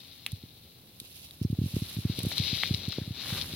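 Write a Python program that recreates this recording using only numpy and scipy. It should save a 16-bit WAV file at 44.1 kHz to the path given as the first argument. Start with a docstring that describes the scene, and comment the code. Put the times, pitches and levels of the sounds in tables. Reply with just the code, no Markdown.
"""A hand-held camera, jostled among goats in a quiet wood, is heard mainly through its own body.
Soft bumps excite a damped resonance near 100 Hz, and the plastic shell ticks and twice snaps into modal ringing.
Stick-slip friction hisses and rings near 4 kHz by the left port, brushes brightly on the right,
and scrapes coarsely over a low rumble; shaped noise gives the still air and microphone hiss."""
import sys
import numpy as np
from scipy import signal
from scipy.fft import rfft, irfft
from scipy.io import wavfile

SR = 44100
rng = np.random.default_rng(int(sys.argv[2]) if len(sys.argv) > 2 else 0)


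def digitize_waveform(pressure):
    """Quantize a signal to 16-bit integers and store it at the path in sys.argv[1].

    Rows of a 2-D input are taken as channels; values are limited to [-1, 1].
    """
    field = np.atleast_2d(pressure).T
    bounded = np.clip(field, -1, 1)
    quanta = np.round(bounded * 32767).astype(np.int16)
    wavfile.write(sys.argv[1], SR, quanta)


N = 156555  # samples, 3.55 s
TIME_S = np.arange(N) / SR


def undb(db):
    """Logarithmic level: decibels become an amplitude gain."""
    return 10 ** (np.asarray(db) / 20)


def unit(x):
    """Normalization: the signal is scaled to rms 1."""
    return x / np.sqrt(np.mean(x ** 2))


def pan(left_minus_right_db):
    """Interchannel level difference: half is given to each side, with opposite signs."""
    return undb(np.array([[left_minus_right_db], [-left_minus_right_db]]) / 2)


def curve(rows):
    """Amplitude envelope: levels in dB are joined by straight lines in time."""
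    at_s, level_db = np.array(rows).T
    return undb(np.interp(TIME_S, at_s, level_db))


def highpass(x, order, cutoff_hz):
    """High-pass response: a Butterworth filter attenuates the bass."""
    b, a = signal.butter(order, cutoff_hz, "high", fs=SR)
    return signal.lfilter(b, a, x)


def colour(x, rows, column=1):
    """Minimum-phase filtering: a spectrum given in dB is imposed, keeping the power of white noise."""
    rows, size = np.array(rows, float), 4096
    hz = np.maximum(np.arange(size // 2 + 1) * SR / size, 1)
    spectrum_db = np.interp(np.log(hz), np.log(rows[:, 0]), rows[:, column])
    # Folding the cepstrum onto positive time makes the response causal
    cepstrum = irfft(np.log(undb(spectrum_db)))
    cepstrum[1:size // 2] *= 2
    cepstrum[size // 2 + 1:] = 0
    response = irfft(np.exp(rfft(cepstrum)))
    return signal.fftconvolve(x, response / np.sqrt(np.sum(response ** 2)))[:N]


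def ports(pair, rows):
    """Spectral shaping at two ports: the last column of the table serves the right one."""
    return np.array([colour(pair[0], rows), colour(pair[1], rows, column=-1)])


def alike(a, b, correlation):
    """Interchannel correlation: shared and opposed parts are mixed into a stereo pair."""
    c = np.clip(correlation, -1, 1)
    shared = np.sqrt(1 + c) * a
    opposed = np.sqrt(1 - c) * b * np.array([[1], [-1]])
    return (shared + opposed) / np.sqrt(2)


def walk(knots_per_s):
    """Random modulation: normally distributed knots are joined by straight lines."""
    knots = rng.standard_normal(2048)
    return np.interp(TIME_S * knots_per_s, np.arange(len(knots)), knots)


GRAIN_SPREAD_DB = 2  # mean of the random boost per grain


def slips(per_s):
    """Stick-slip excitation: dense random impulses of uneven size."""
    struck = rng.random(N) < per_s / SR
    boost_db = GRAIN_SPREAD_DB * np.minimum(rng.exponential(size=N), 2 * np.pi)
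    return unit(struck * rng.standard_normal(N) * undb(boost_db))


GRAINS_PER_S, SCRAPE_GRAINS_PER_S = 7000, 2500  # fine and coarse contact
FLICKER_KNOTS_PER_S, FLICKER_DB, BRUSH_FLICKER_DB = 44.8, 1.63, 1.94  # spread of the knots in dB
RUB_CORRELATION, BRUSH_CORRELATION, BODY_CORRELATION = 0.91, -0.54, 0.93  # left with right


def friction(per_s, correlation, flicker_db):
    """Dry friction: slips at both ports are modulated by an unsteady pressure."""
    grains = alike(slips(per_s), slips(per_s), correlation)
    return grains * undb(flicker_db * walk(FLICKER_KNOTS_PER_S))


def bursts(rows, decay_s, correlation):
    """Impulsive contact: random-sign noise starts abruptly and decays exponentially to 1/e in decay_s."""
    envelope = np.zeros(N)
    for at_s, level_db in rows:
        decay = np.exp(-np.minimum(np.abs(TIME_S - at_s) / decay_s, 20))
        envelope += undb(level_db) * (TIME_S >= at_s) * decay
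    return envelope * alike(*np.sign(rng.standard_normal((2, N))), correlation)


def push(at_s, width_ms):
    """Gaussian pulse: a smooth bell whose standard deviation is width_ms."""
    offset = (TIME_S - at_s) * 1000 / width_ms
    return np.exp(-.5 * np.minimum(offset ** 2, 100))


# Firm core: level in a 1 ms push, change per ms of width, and its share of the push width
CORE_DB, CORE_DB_PER_MS, CORE_WIDTH = -37, -31, 0.27


def contact(at_s, width_ms):
    """Contact stiffness: a soft push has a narrow firm core, stronger when the push is shorter."""
    core_db = CORE_DB + CORE_DB_PER_MS * (width_ms - 1)
    return push(at_s, width_ms) + undb(core_db) * push(at_s, width_ms * CORE_WIDTH)


THUD_HZ, THUD_Q, THUD_PAN_DB = 97, 2.27, 1.5
BASS_CUT_LEFT_HZ, BASS_CUT_RIGHT_HZ = 254, 177
# Pushes on the body: start_s (centre of the push) [s], width_ms [ms], level_db (of the force) [dB]
BODY_PUSHES = [(0.332, 1.65, -17.5), (.4381, 0.83, -28.5), (1.017, 0.72, -35.5), (1.416, .97, -13),
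               (1.4508, 0.95, -9.5), (1.5022, 1.1, -15), (1.5297, 1, -12), (1.589, 0.95, -10.5),
               (1.6172, 0.98, -11.5), (1.6401, 1.08, -13.5), (1.6611, 1.08, -15.5), (1.7411, 1.22, -15),
               (1.767, 0.74, -11.5), (1.822, 1, -14), (1.9697, 1.1, -17.5), (1.988, 1.07, -16.5),
               (2.053, 0.99, -9.5), (2.0994, 0.98, -12), (2.1876, 0.67, -18.5), (2.2386, 1.05, -16),
               (2.2508, 0.51, -21.5), (2.2676, .95, -12), (2.401, 1.27, -11.5), (2.531, 0.98, -16),
               (2.7104, 1.01, -10), (2.7428, 1.43, -16), (2.8827, 1.02, -15), (2.985, .53, -15.5),
               (3.0175, 1.06, -19), (3.078, 1.1, -21), (3.1085, 1.11, -18.5), (3.3263, 1.28, -16.5),
               (3.537, 0.86, -22.5)]


def bumps():
    """Damped resonance: each push swings the microphones near 100 Hz; the left one passes less bass."""
    force = sum(undb(level_db) * contact(at_s, width_ms) for at_s, width_ms, level_db in BODY_PUSHES)
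    w = 2 * np.pi * THUD_HZ
    b, a = signal.bilinear([1, 0, 0], [1, w / THUD_Q, w * w], SR)
    swing = signal.lfilter(b, a, force)
    pair = [highpass(swing, 1, cutoff_hz) for cutoff_hz in (BASS_CUT_LEFT_HZ, BASS_CUT_RIGHT_HZ)]
    return np.array(pair) * pan(THUD_PAN_DB)


SHELL_LOW_HZ = 447
RATTLE_DB, RATTLE_DECAY_S = -26.5, 0.019  # level relative to the peak of the ring
# Snaps of the shell: start_s [s], left_minus_right_db [dB], crack_db (bright onset, in ticks) [dB], rise_ms [ms]
SHELL_SNAPS = [(0.2632, 5, -26.5, 0.52), (2.6342, 4.5, -53, 0.13)]
# Shell modes: pitch_hz [Hz], t60_s [s], first_snap_db [dB], second_snap_db [dB]
SHELL_MODES = [(780, 0.0053, -33, -18.5), (1190, 0.0096, -34.5, -25), (2140, 0.0072, -32, -10.5),
               (2734, 0.005, -10.5, -20), (3150, 0.0079, -29, -12), (3174, 0.0083, -15.5, -26),
               (3950, 0.0062, -17, -48)]
# Spectrum of the rattle after a snap: pitch_hz [Hz], level_db [dB]
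RATTLE_SPECTRUM = [(700, -22), (1400, -13.5), (2400, -1.5), (3800, -5), (5000, -30), (9000, -21.5)]


def snaps():
    """Modal vibration: the shell gives way, rings and rattles faintly; a slower rise is less harsh."""
    out = 0
    for k, (at_s, side_db, _, rise_ms) in enumerate(SHELL_SNAPS):
        t = np.clip(TIME_S - at_s, 0, .1)
        ring = np.zeros(N)
        for j, mode in enumerate(SHELL_MODES):
            pitch_hz, t60_s, level_db = mode[0], mode[1], mode[2 + k]
            # Neighbouring modes swing in opposite directions
            ring += (-1) ** j * undb(level_db - 60 * t / t60_s) * np.sin(2 * np.pi * pitch_hz * t)
        ring = ring * (1 - np.exp(-(1000 * t / rise_ms) ** 2))
        ring = highpass(ring, 2, SHELL_LOW_HZ)
        noise = bursts([(at_s, RATTLE_DB)], RATTLE_DECAY_S, RUB_CORRELATION)
        rattle = ports(noise, RATTLE_SPECTRUM) * np.abs(ring).max()
        out = out + (ring + rattle) * pan(side_db)
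    return out


TICK_DECAY_S, TICK_PAN_DB = 0.0027, -6  # the right port is louder
# Small plastic ticks: start_s [s], level_db (before panning) [dB]
PLASTIC_TICKS = [(.3185, -35), (1.0, -34.5), (1.0013, -43), (1.309, -43), (1.428, -39), (1.512, -42.5),
                 (2.1902, -28), (2.2315, -29), (2.258, -32), (2.3805, -28.5), (2.888, -35)]
# Spectrum of a tick: pitch_hz [Hz], level_db [dB]
TICK_SPECTRUM = [(500, -7.5), (1500, -30.5), (3800, 11.5), (5000, -1), (7000, -3.5), (10500, 6.5),
                 (16000, -2)]


def ticks():
    """Impulsive radiation: brief bright bursts make the ticks and the crack at the start of each snap."""
    cracks = [(at_s, crack_db) for at_s, _, crack_db, _ in SHELL_SNAPS]
    noise = bursts(list(PLASTIC_TICKS) + cracks, TICK_DECAY_S, BRUSH_CORRELATION)
    return ports(noise, TICK_SPECTRUM) * pan(TICK_PAN_DB)


CATCH_DECAY_S, RUB_RIGHT_DB = 0.0016, -12  # gain at the right port
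# Pressure of the rubbing: start_s [s], level_db (before the port gain) [dB]
RUB_STRENGTH = [(0, -48.5), (.22, -51), (.76, -56.5), (.9, -61), (1.05, -56), (1.25, -52.5), (1.33, -59.5),
                (1.8, -44.5), (2.08, -45.5), (2.18, -37), (2.28, -38), (2.39, -30.5), (2.61, -29.5),
                (2.7, -37), (2.95, -39), (3.13, -45.5), (3.19, -35), (3.3, -35), (3.42, -32.5), (3.45, -45),
                (3.55, -41)]
# Catches of the rubbing: start_s [s], level_db (before the port gain) [dB]
RUB_CATCHES = [(1.0002, -32.5), (1.309, -37), (2.1902, -25), (2.381, -17.5), (2.6738, -21), (2.7404, -20),
               (2.7455, -17), (2.7525, -33), (2.9213, -21.5), (2.9258, -27), (3.413, -18), (3.421, -21.5)]
# Spectrum of rubbing, its shape at each port: pitch_hz [Hz], left_db [dB], right_db [dB]
RUB_SPECTRUM = [(398, -31.5, -35), (1440, -29, -41), (2200, -17.5, -16.5), (2940, -11, -17.5),
                (3600, -5, -13), (3820, -0.5, -19), (4086, -1, -16.5), (4500, -7.5, -28.5),
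                (5700, -16.5, -19.5), (7100, -34, -33), (16000, -50.5, -31)]


def rubbing():
    """Stick-slip friction: rubbing by the left port hisses, and now and then catches and slips."""
    slide = friction(GRAINS_PER_S, RUB_CORRELATION, FLICKER_DB) * curve(RUB_STRENGTH)
    catches = bursts(RUB_CATCHES, CATCH_DECAY_S, RUB_CORRELATION)
    return ports(slide + catches, RUB_SPECTRUM) * np.array([[1], [undb(RUB_RIGHT_DB)]])


BRUSH_PAN_DB = -5  # the right port is louder
# Strength of the brushing: start_s [s], level_db (before panning) [dB]
BRUSH_STRENGTH = [(0, -58.5), (.5, -64), (.99, -62), (1.015, -54), (1.25, -52), (1.3, -59), (1.59, -58.5),
                  (1.64, -48.5), (1.93, -46), (2.08, -53), (2.33, -44.5), (2.5, -49.5), (2.59, -46.5),
                  (2.8, -52.5), (3.14, -57), (3.32, -39), (3.44, -44), (3.55, -47.5)]
# Spectrum of brushing, its shape at each port: pitch_hz [Hz], left_db [dB], right_db [dB]
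BRUSH_SPECTRUM = [(500, -15.5, -15), (1610, -27.5, -19.5), (2660, 0, -1), (5240, -13, 0.5),
                  (7450, -11, -8.5), (8530, -11.5, -4.5), (10800, -8.5, 2.5), (13500, -10, -1),
                  (16400, -13, -14)]


def brushing():
    """Sliding contact: fine grains form a light bright hiss, mostly on the right."""
    slide = friction(GRAINS_PER_S, BRUSH_CORRELATION, BRUSH_FLICKER_DB) * curve(BRUSH_STRENGTH)
    return ports(slide, BRUSH_SPECTRUM) * pan(BRUSH_PAN_DB)


RUSTLE_S, RUSTLE_MS, RUSTLE_DB = 1.437, 13, -51.5  # centre, standard deviation, level
# Spectrum of the rustle: pitch_hz [Hz], level_db [dB]
RUSTLE_SPECTRUM = [(2000, -16), (4500, -7), (5600, -2), (7000, -18)]


def rustle():
    """Granular noise: uncorrelated slips swell and fade as one short crisp rustle."""
    grains = friction(GRAINS_PER_S, 0, FLICKER_DB) * push(RUSTLE_S, RUSTLE_MS)
    return ports(grains, RUSTLE_SPECTRUM) * undb(RUSTLE_DB)


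SCUFF_DECAY_S = 0.0019
# Strength of the coarse scraping: start_s [s], level_db [dB]
SCRAPE_STRENGTH = [(0, -68.5), (.6, -76), (1.5, -72.5), (1.8, -58), (2.05, -60), (2.35, -54.5),
                   (2.65, -55.5), (2.95, -57), (3.1, -63), (3.33, -42.5), (3.46, -55.5), (3.55, -55.5)]
# Dull scuffs: start_s [s], level_db [dB]
DULL_SCUFFS = [(2.3168, -31), (2.376, -35), (2.926, -35), (3.379, -30.5)]
# Spectrum of scrapes and scuffs: pitch_hz [Hz], level_db [dB]
SCRAPE_SPECTRUM = [(250, -10.5), (520, -2.5), (750, -3), (1250, -0.5), (2000, -0.5), (4000, -6.5),
                   (8000, -20.5)]


def scraping():
    """Structure-borne sound: coarse grains and scuffs reach both microphones through the body."""
    grains = friction(SCRAPE_GRAINS_PER_S, BODY_CORRELATION, FLICKER_DB) * curve(SCRAPE_STRENGTH)
    scuffs = bursts(DULL_SCUFFS, SCUFF_DECAY_S, BODY_CORRELATION)
    return ports(grains + scuffs, SCRAPE_SPECTRUM)


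# Strength of the rumble: start_s [s], level_db [dB]
RUMBLE_STRENGTH = [(0, -58.5), (1.35, -58.5), (1.65, -51), (2.05, -52.5), (2.3, -45.5), (2.6, -46),
                   (2.8, -47), (3.15, -51.5), (3.35, -42.5), (3.55, -47.5)]
# Spectrum of the rumble: pitch_hz [Hz], level_db [dB]
RUMBLE_SPECTRUM = [(20, -57), (45, -14), (80, 2), (130, 0.5), (220, -4.5), (400, -12), (800, -21),
                   (2000, -55.5)]


def rumbling():
    """Low-frequency body noise: as the body is moved, filtered slips sound equally at both ports."""
    return colour(slips(SCRAPE_GRAINS_PER_S), RUMBLE_SPECTRUM) * curve(RUMBLE_STRENGTH)


AIR_DB = -57.5
# Spectrum of woodland air and microphone hiss: pitch_hz [Hz], level_db [dB]
AIR_SPECTRUM = [(30, 11), (150, 11), (400, 4.5), (1000, 0), (1800, -3.5), (4000, -1), (7000, -9),
                (12000, 2.5), (16000, 5.5)]


def still_air():
    """Stationary noise: independent shaped noise at each port gives still air and microphone hiss."""
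    return ports(rng.standard_normal((2, N)), AIR_SPECTRUM) * undb(AIR_DB)


def scene():
    """Superposition: all contacts with the camera add to the still air."""
    body = bumps() + snaps() + ticks()
    contacts = rubbing() + brushing() + rustle() + scraping() + rumbling()
    return body + contacts + still_air()


def record(dry):
    """Band limiting: the recorder's steep elliptic low-pass cuts the top above 16 kHz."""
    lowpass = signal.ellip(10, .2, 80, 16000, fs=SR, output="sos")  # ripple and rejection in dB
    return signal.sosfilt(lowpass, dry)


dry = scene()
out = record(dry)
digitize_waveform(out)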